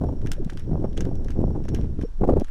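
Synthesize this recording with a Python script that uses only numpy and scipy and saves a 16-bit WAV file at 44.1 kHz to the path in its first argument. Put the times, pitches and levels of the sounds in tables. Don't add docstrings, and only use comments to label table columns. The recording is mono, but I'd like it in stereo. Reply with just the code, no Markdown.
import sys
import numpy as np
from scipy import signal
from scipy.fft import rfft, irfft
from scipy.io import wavfile
from scipy.ndimage import uniform_filter1d

SR = 44100
rng = np.random.default_rng(int(sys.argv[2]) if len(sys.argv) > 2 else 0)


def wrap_up_sound(samples):
    columns = np.atleast_2d(samples).T
    tamed = np.clip(columns, -1, 1)
    steps = np.round(tamed * 32767).astype(np.int16)
    wavfile.write(sys.argv[1], SR, steps)


N = 110250
TIME = np.arange(N) / SR

# (time [s], buffeting level [dB], rough upper flutter level [dB])
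AIRFLOW = [(0, -33.5, -42.5), (.02, -23, -29), (.1, -25.5, -33), (.17, -34.5, -41.5), (.23, -25, -36.5),
           (.29, -28, -41.5), (.35, -43.5, -48), (.41, -28.5, -42), (.47, -34.5, -49.5), (.53, -37.5, -45),
           (.63, -36.5, -56.5), (.69, -24, -33.5), (.75, -24, -34), (.85, -27, -32), (.9, -30.5, -45.5),
           (.96, -34.5, -42.5), (1.0, -25.5, -31.5), (1.08, -29, -33), (1.16, -27, -38.5),
           (1.26, -32.5, -42), (1.335, -30.5, -49), (1.39, -26, -30), (1.45, -21.5, -30.5),
           (1.53, -26, -40.5), (1.57, -26, -34.5), (1.66, -33.5, -41.5), (1.73, -22, -33),
           (1.8, -22.5, -34), (1.88, -28, -44.5), (1.925, -25, -51), (1.96, -39, -52), (2.02, -23, -36.5),
           (2.05, -40, -50), (2.075, -54, -59.5), (2.18, -51.5, -71), (2.215, -21, -24.5),
           (2.26, -32.5, -29), (2.3, -22, -27.5), (2.35, -21.5, -30), (2.38, -20.5, -25.5),
           (2.42, -44, -31.5), (2.435, -53, -50), (2.5, -64, -71)]
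# (time [s], level [dB])
SWELL = [(0, -41), (.2, -19.5), (.42, -20), (.6, -24.5), (1.2, -19.5), (2.13, -26), (2.21, -16), (2.5, -22)]
# (frequency [Hz], relative level [dB])
SWELL_COLOUR = [(10, 9), (18, 9), (35, -5.5), (60, -12), (140, -57)]
# (frequency [Hz], relative level [dB])
BUFFET_COLOUR = [(30, -4.5), (60, 8), (100, 5), (170, -0.5), (280, -9.5), (400, -15.5), (600, -31.5),
                 (1200, -67)]
# (frequency [Hz], relative level [dB])
FLUTTER_COLOUR = [(150, 1), (300, 7.5), (450, -3), (620, -6.5), (900, -17.5), (1250, -31.5), (2000, -46),
                  (4000, -52), (15000, -57)]
# (centre time [s], level [dB], width scale [s])
POPS = [(0.018, -25, 0.0015), (0.756, -17.5, 0.00059), (1.3918, -7, 0.0012), (1.441, -10, 0.00071),
        (1.4804, -18, 0.00078), (2.234, -8.5, 0.0012), (2.2901, -4, 0.00068)]
# (centre time [s], level [dB], half length [s], centre frequency [Hz])
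BURSTS = [(0.017, -33.5, 0.0025, 865), (0.044, -24.5, 0.0056, 550), (0.091, -25, 0.0056, 560),
          (0.85, -31, 0.012, 710), (1.068, -27, 0.0051, 483), (1.56, -30.5, 0.011, 634),
          (1.992, -23.5, 0.0024, 362), (2.037, -21, 0.003, 440), (2.221, -25, 0.0036, 587),
          (2.239, -18.5, 0.0045, 790), (2.279, -20.5, 0.0016, 390), (2.296, -12, 0.0043, 552),
          (2.307, -15.5, 0.0092, 424), (2.324, -17, 0.0022, 385), (2.337, -13, 0.0034, 420),
          (2.371, -15.5, 0.0055, 534), (2.418, -22, 0.0033, 418)]
# (multiple of centre frequency [ratio], relative level [dB])
BURST_COLOUR = [(.25, -2.5), (.7, 8.5), (1.3, -2), (2.3, -20), (4, -41), (8, -49.5), (28, -60.5)]
# (centre time [s], envelope level [dB], half length [s], frequency [Hz])
HOOTS = [(0.384, -33, 0.0038, 530), (0.404, -25.5, 0.006, 366), (0.427, -28, 0.0048, 250),
         (0.465, -17, 0.0037, 164), (2.052, -27, 0.0066, 457)]
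# (onset time [s], level [dB], spectral tilt [dB/octave])
CLICKS = [(0.216, -44, -2), (0.262, -34, -3), (0.271, -30, -3), (0.317, -21.5, 3), (0.3332, -34.5, 6),
          (0.447, -42, 5.5), (0.498, -34.5, -5), (0.501, -35.5, 0), (0.533, -43, 4.5), (0.5731, -31.5, -3),
          (0.5954, -40.5, 4.5), (0.93, -46, -3), (0.97, -37, -2), (0.976, -25.5, -2.5), (1.007, -25.5, 1.5),
          (1.0522, -35, -4.5), (1.154, -44.5, 3.5), (1.246, -41.5, 3.5), (1.284, -35, -5),
          (1.305, -37.5, 1.5), (1.64, -45.5, 1), (1.652, -41.5, -2.5), (1.684, -37.5, -4.5),
          (1.688, -33, -1), (1.7469, -27, 2), (1.812, -41, -1.5), (1.84, -52, -6), (2.0135, -36, -4),
          (2.025, -40.5, -0.5), (2.3981, -36, 5), (2.41, -39.5, -4.5), (2.445, -37.5, -1)]
# (frequency [Hz], level [dB], 60 dB decay time [s])
GEAR_MODES = [(1587, -4, 0.0041), (2860, -14.5, 0.0049), (4160, -27, 0.0013), (5930, -10, 0.006),
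              (9330, -7.5, 0.0015)]
# (frequency [Hz], relative level [dB])
CLICK_COLOUR = [(500, -17), (1100, 1.5), (1600, 10.5), (2200, -3.5), (3000, 8.5), (4500, 0), (6200, 1.5),
                (7800, -7.5), (12000, -16), (15500, -22)]
# (loudest time [s], level [dB])
STEPS = [(0.272, -64), (0.36, -62), (0.51, -54), (0.597, -55), (0.982, -60), (1.035, -63), (1.313, -54.5),
         (1.767, -53.5), (1.84, -62.5), (2.012, -56), (2.485, -58)]
# (frequency [Hz], relative level [dB])
GRASS_COLOUR = [(500, 10), (1000, 1), (1600, 10), (2300, 3.5), (3200, 0.5), (5000, -9), (9000, -13.5),
                (15000, -23)]
# (frequency [Hz], relative level [dB])
HISS_COLOUR = [(200, 8), (600, 4), (1000, 4), (1600, 2), (2200, -8.5), (3200, -6.5), (5000, -10),
               (10000, -15.5), (15000, -29)]
# (time [s], level [dB])
WHINE = [(1.65, -73), (1.8, -66), (1.94, -81), (2.07, -68.5), (2.09, -80)]

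SWELL_GAIN_DB, BUFFET_GAIN_DB, FLUTTER_GAIN_DB, BURST_GAIN_DB = -3, 0.5, 2, -1
WIND_FLICKER_HZ, BUFFET_ROUGH_DB, FLUTTER_ROUGH_DB = 68.6, 3, 7
CRACK_GAIN_DB, CRUNCH_GAIN_DB = 2, -6
CLICK_RISE_S, CLICK_DECAY_S = 0.0004, 0.0017
RATTLE_DB, RATTLE_DECAY_S = -11, 0.009
RATTLE_FLICKER_HZ, RATTLE_GRAIN_DB = 500, 4
MODE_SPREAD_DB, MODE_DETUNE_RATIO, CLICK_SPREAD_DB = 2, 0.06, 2
TILT_PIVOT_HZ = 4500
SCUFF_GAIN_DB, SCUFF_DECAY_S = -24.5, 0.022
STEP_RISE_S, STEP_DECAY_S = 0.02, 0.025
GRASS_GAIN_DB, GRASS_FLICKER_HZ, GRASS_GRAIN_DB = 1, 750, 8
HISS_DB = -62.5
HISS_BAND_HZ, HISS_BAND_WIDTH_HZ, HISS_BAND_DB = 5810, 350, -80.5
WHINE_HZ, WHINE_WIDTH_HZ = 5533, 90
CUTOFF_HZ = 15300
SNIPPET_SAMPLES = SR // 8


def from_db(db):
    return 10 ** (np.asarray(db) / 20)


def rms_one(x):
    return x / np.sqrt(np.mean(x ** 2) + 1e-20)


def in_time(rows):
    time_s, *columns = np.transpose(rows)
    return [np.interp(TIME, time_s, column) for column in columns]


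def noise(colour, tilt_db_per_octave=0, size=N):
    octave = np.log2(np.maximum(np.fft.rfftfreq(size, 1 / SR), 1))
    hz, level_db = np.transpose(colour)
    table_octave = np.log2(hz)
    octaves_outside = np.abs(octave - np.clip(octave, table_octave[0], table_octave[-1]))
    spectrum_db = np.interp(octave, table_octave, level_db)
    gain = from_db(spectrum_db + tilt_db_per_octave * octave - 20 * octaves_outside)
    return rms_one(irfft(rfft(rng.standard_normal(size)) * gain, size))


def narrow_noise(hz, width_hz):
    edges_hz = [hz - width_hz / 2, hz + width_hz / 2]
    band = signal.butter(2, edges_hz, "band", fs=SR, output="sos")
    return rms_one(signal.sosfilt(band, rng.standard_normal(N)))


def evened(x, span_s):
    size = max(int(span_s * SR), 2)
    power = uniform_filter1d(uniform_filter1d(x ** 2, size), size)
    return x / np.sqrt(power + 1e-9)


def flicker(cutoff_hz, depth_db, size=N):
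    lowpass = signal.butter(2, cutoff_hz, fs=SR, output="sos")
    slow = signal.sosfilt(lowpass, rng.standard_normal(2 * size))[size:]
    return rms_one(from_db(depth_db * np.clip(rms_one(slow), -2, 2)))


def wind():
    buffet_db, flutter_db = in_time(AIRFLOW)
    swell_db, = in_time(SWELL)
    swell = from_db(SWELL_GAIN_DB + swell_db) * evened(noise(SWELL_COLOUR), 0.06)
    lumps = evened(noise(BUFFET_COLOUR), 0.017) * flicker(WIND_FLICKER_HZ, BUFFET_ROUGH_DB)
    buffet = from_db(BUFFET_GAIN_DB + buffet_db) * lumps
    rough = noise(FLUTTER_COLOUR) * flicker(WIND_FLICKER_HZ, FLUTTER_ROUGH_DB)
    flutter = from_db(FLUTTER_GAIN_DB + flutter_db) * evened(rough, 0.085)
    return swell + buffet + flutter


def pops():
    out = np.zeros(N)
    for centre_s, level_db, width_s in POPS:
        u = (TIME - centre_s) / width_s
        out -= from_db(level_db) * 2 * u / (1 + u * u / 2) ** 3
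    return out


def bursts():
    size = SNIPPET_SAMPLES
    out = np.zeros(N + SR)
    offset_s = (np.arange(size) - size // 2) / SR
    for centre_s, level_db, half_s, centre_hz in BURSTS:
        colour = [(ratio * centre_hz, db) for ratio, db in BURST_COLOUR]
        rasp = evened(noise(colour, size=size), 0.007)
        envelope = np.exp(-(offset_s / half_s) ** 2)
        start = int(centre_s * SR)
        out[start:start + size] += from_db(BURST_GAIN_DB + level_db) * envelope * rasp
    return out[size // 2:size // 2 + N]


def hoots():
    out = np.zeros(N)
    for centre_s, level_db, half_s, hz in HOOTS:
        envelope = np.exp(-((TIME - centre_s) / half_s) ** 2)
        out += from_db(level_db) * envelope * np.sin(2 * np.pi * hz * (centre_s - TIME))
    return out


def gear_crack(age_s, tilt_db_per_octave):
    crack = np.zeros(len(age_s))
    for k, (hz, level_db, t60_s) in enumerate(GEAR_MODES):
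        tilt_db = tilt_db_per_octave * np.log2(hz / TILT_PIVOT_HZ)
        strength = from_db(level_db + tilt_db + rng.normal(0, MODE_SPREAD_DB))
        pitch_hz = hz * (1 + rng.normal(0, MODE_DETUNE_RATIO))
        decay = np.exp(-np.log(1000) * age_s / t60_s)
        crack += (-1) ** k * strength * decay * np.sin(2 * np.pi * pitch_hz * age_s)
    return crack


def gear():
    size = SNIPPET_SAMPLES
    out = np.zeros(N + SR)
    age_s = np.arange(size) / SR
    rise = 1 - np.exp(-age_s / CLICK_RISE_S)
    tail = from_db(RATTLE_DB) * np.exp(-age_s / RATTLE_DECAY_S)
    envelope = rise * (np.exp(-age_s / CLICK_DECAY_S) + tail)
    for onset_s, level_db, tilt in CLICKS:
        crack = from_db(CRACK_GAIN_DB) * gear_crack(age_s, tilt)
        colour = [(hz, db + rng.normal(0, CLICK_SPREAD_DB)) for hz, db in CLICK_COLOUR]
        grains = noise(colour, tilt, size) * flicker(RATTLE_FLICKER_HZ, RATTLE_GRAIN_DB, size)
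        crunch = from_db(CRUNCH_GAIN_DB) * envelope * evened(grains, 0.0017)
        scuff_level = from_db(SCUFF_GAIN_DB) * np.exp(-age_s / SCUFF_DECAY_S)
        scuff = scuff_level * noise(GRASS_COLOUR, size=size)
        start = int(onset_s * SR)
        out[start:start + size] += from_db(level_db) * (crack + crunch + scuff)
    return out[:N]


def grass():
    level = np.zeros(N)
    for loudest_s, level_db in STEPS:
        rise = (loudest_s - TIME) / STEP_RISE_S
        decay = (TIME - loudest_s) / STEP_DECAY_S
        level += from_db(level_db) * np.exp(-np.maximum(rise, decay))
    swish = noise(GRASS_COLOUR) * flicker(GRASS_FLICKER_HZ, GRASS_GRAIN_DB)
    return from_db(GRASS_GAIN_DB) * level * swish


def hiss():
    band = from_db(HISS_BAND_DB) * narrow_noise(HISS_BAND_HZ, HISS_BAND_WIDTH_HZ)
    return from_db(HISS_DB) * noise(HISS_COLOUR) + band


def whine():
    level_db, = in_time(WHINE)
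    return from_db(level_db) * narrow_noise(WHINE_HZ, WHINE_WIDTH_HZ)


def scene():
    air = wind() + pops() + bursts() + hoots()
    mono = air + gear() + grass() + hiss() + whine()
    return np.tile(mono, (2, 1))


def record(dry):
    lowpass = signal.ellip(10, 0.1, 80, CUTOFF_HZ, fs=SR, output="sos")
    return signal.sosfilt(lowpass, dry)


dry = scene()
out = record(dry)
wrap_up_sound(out)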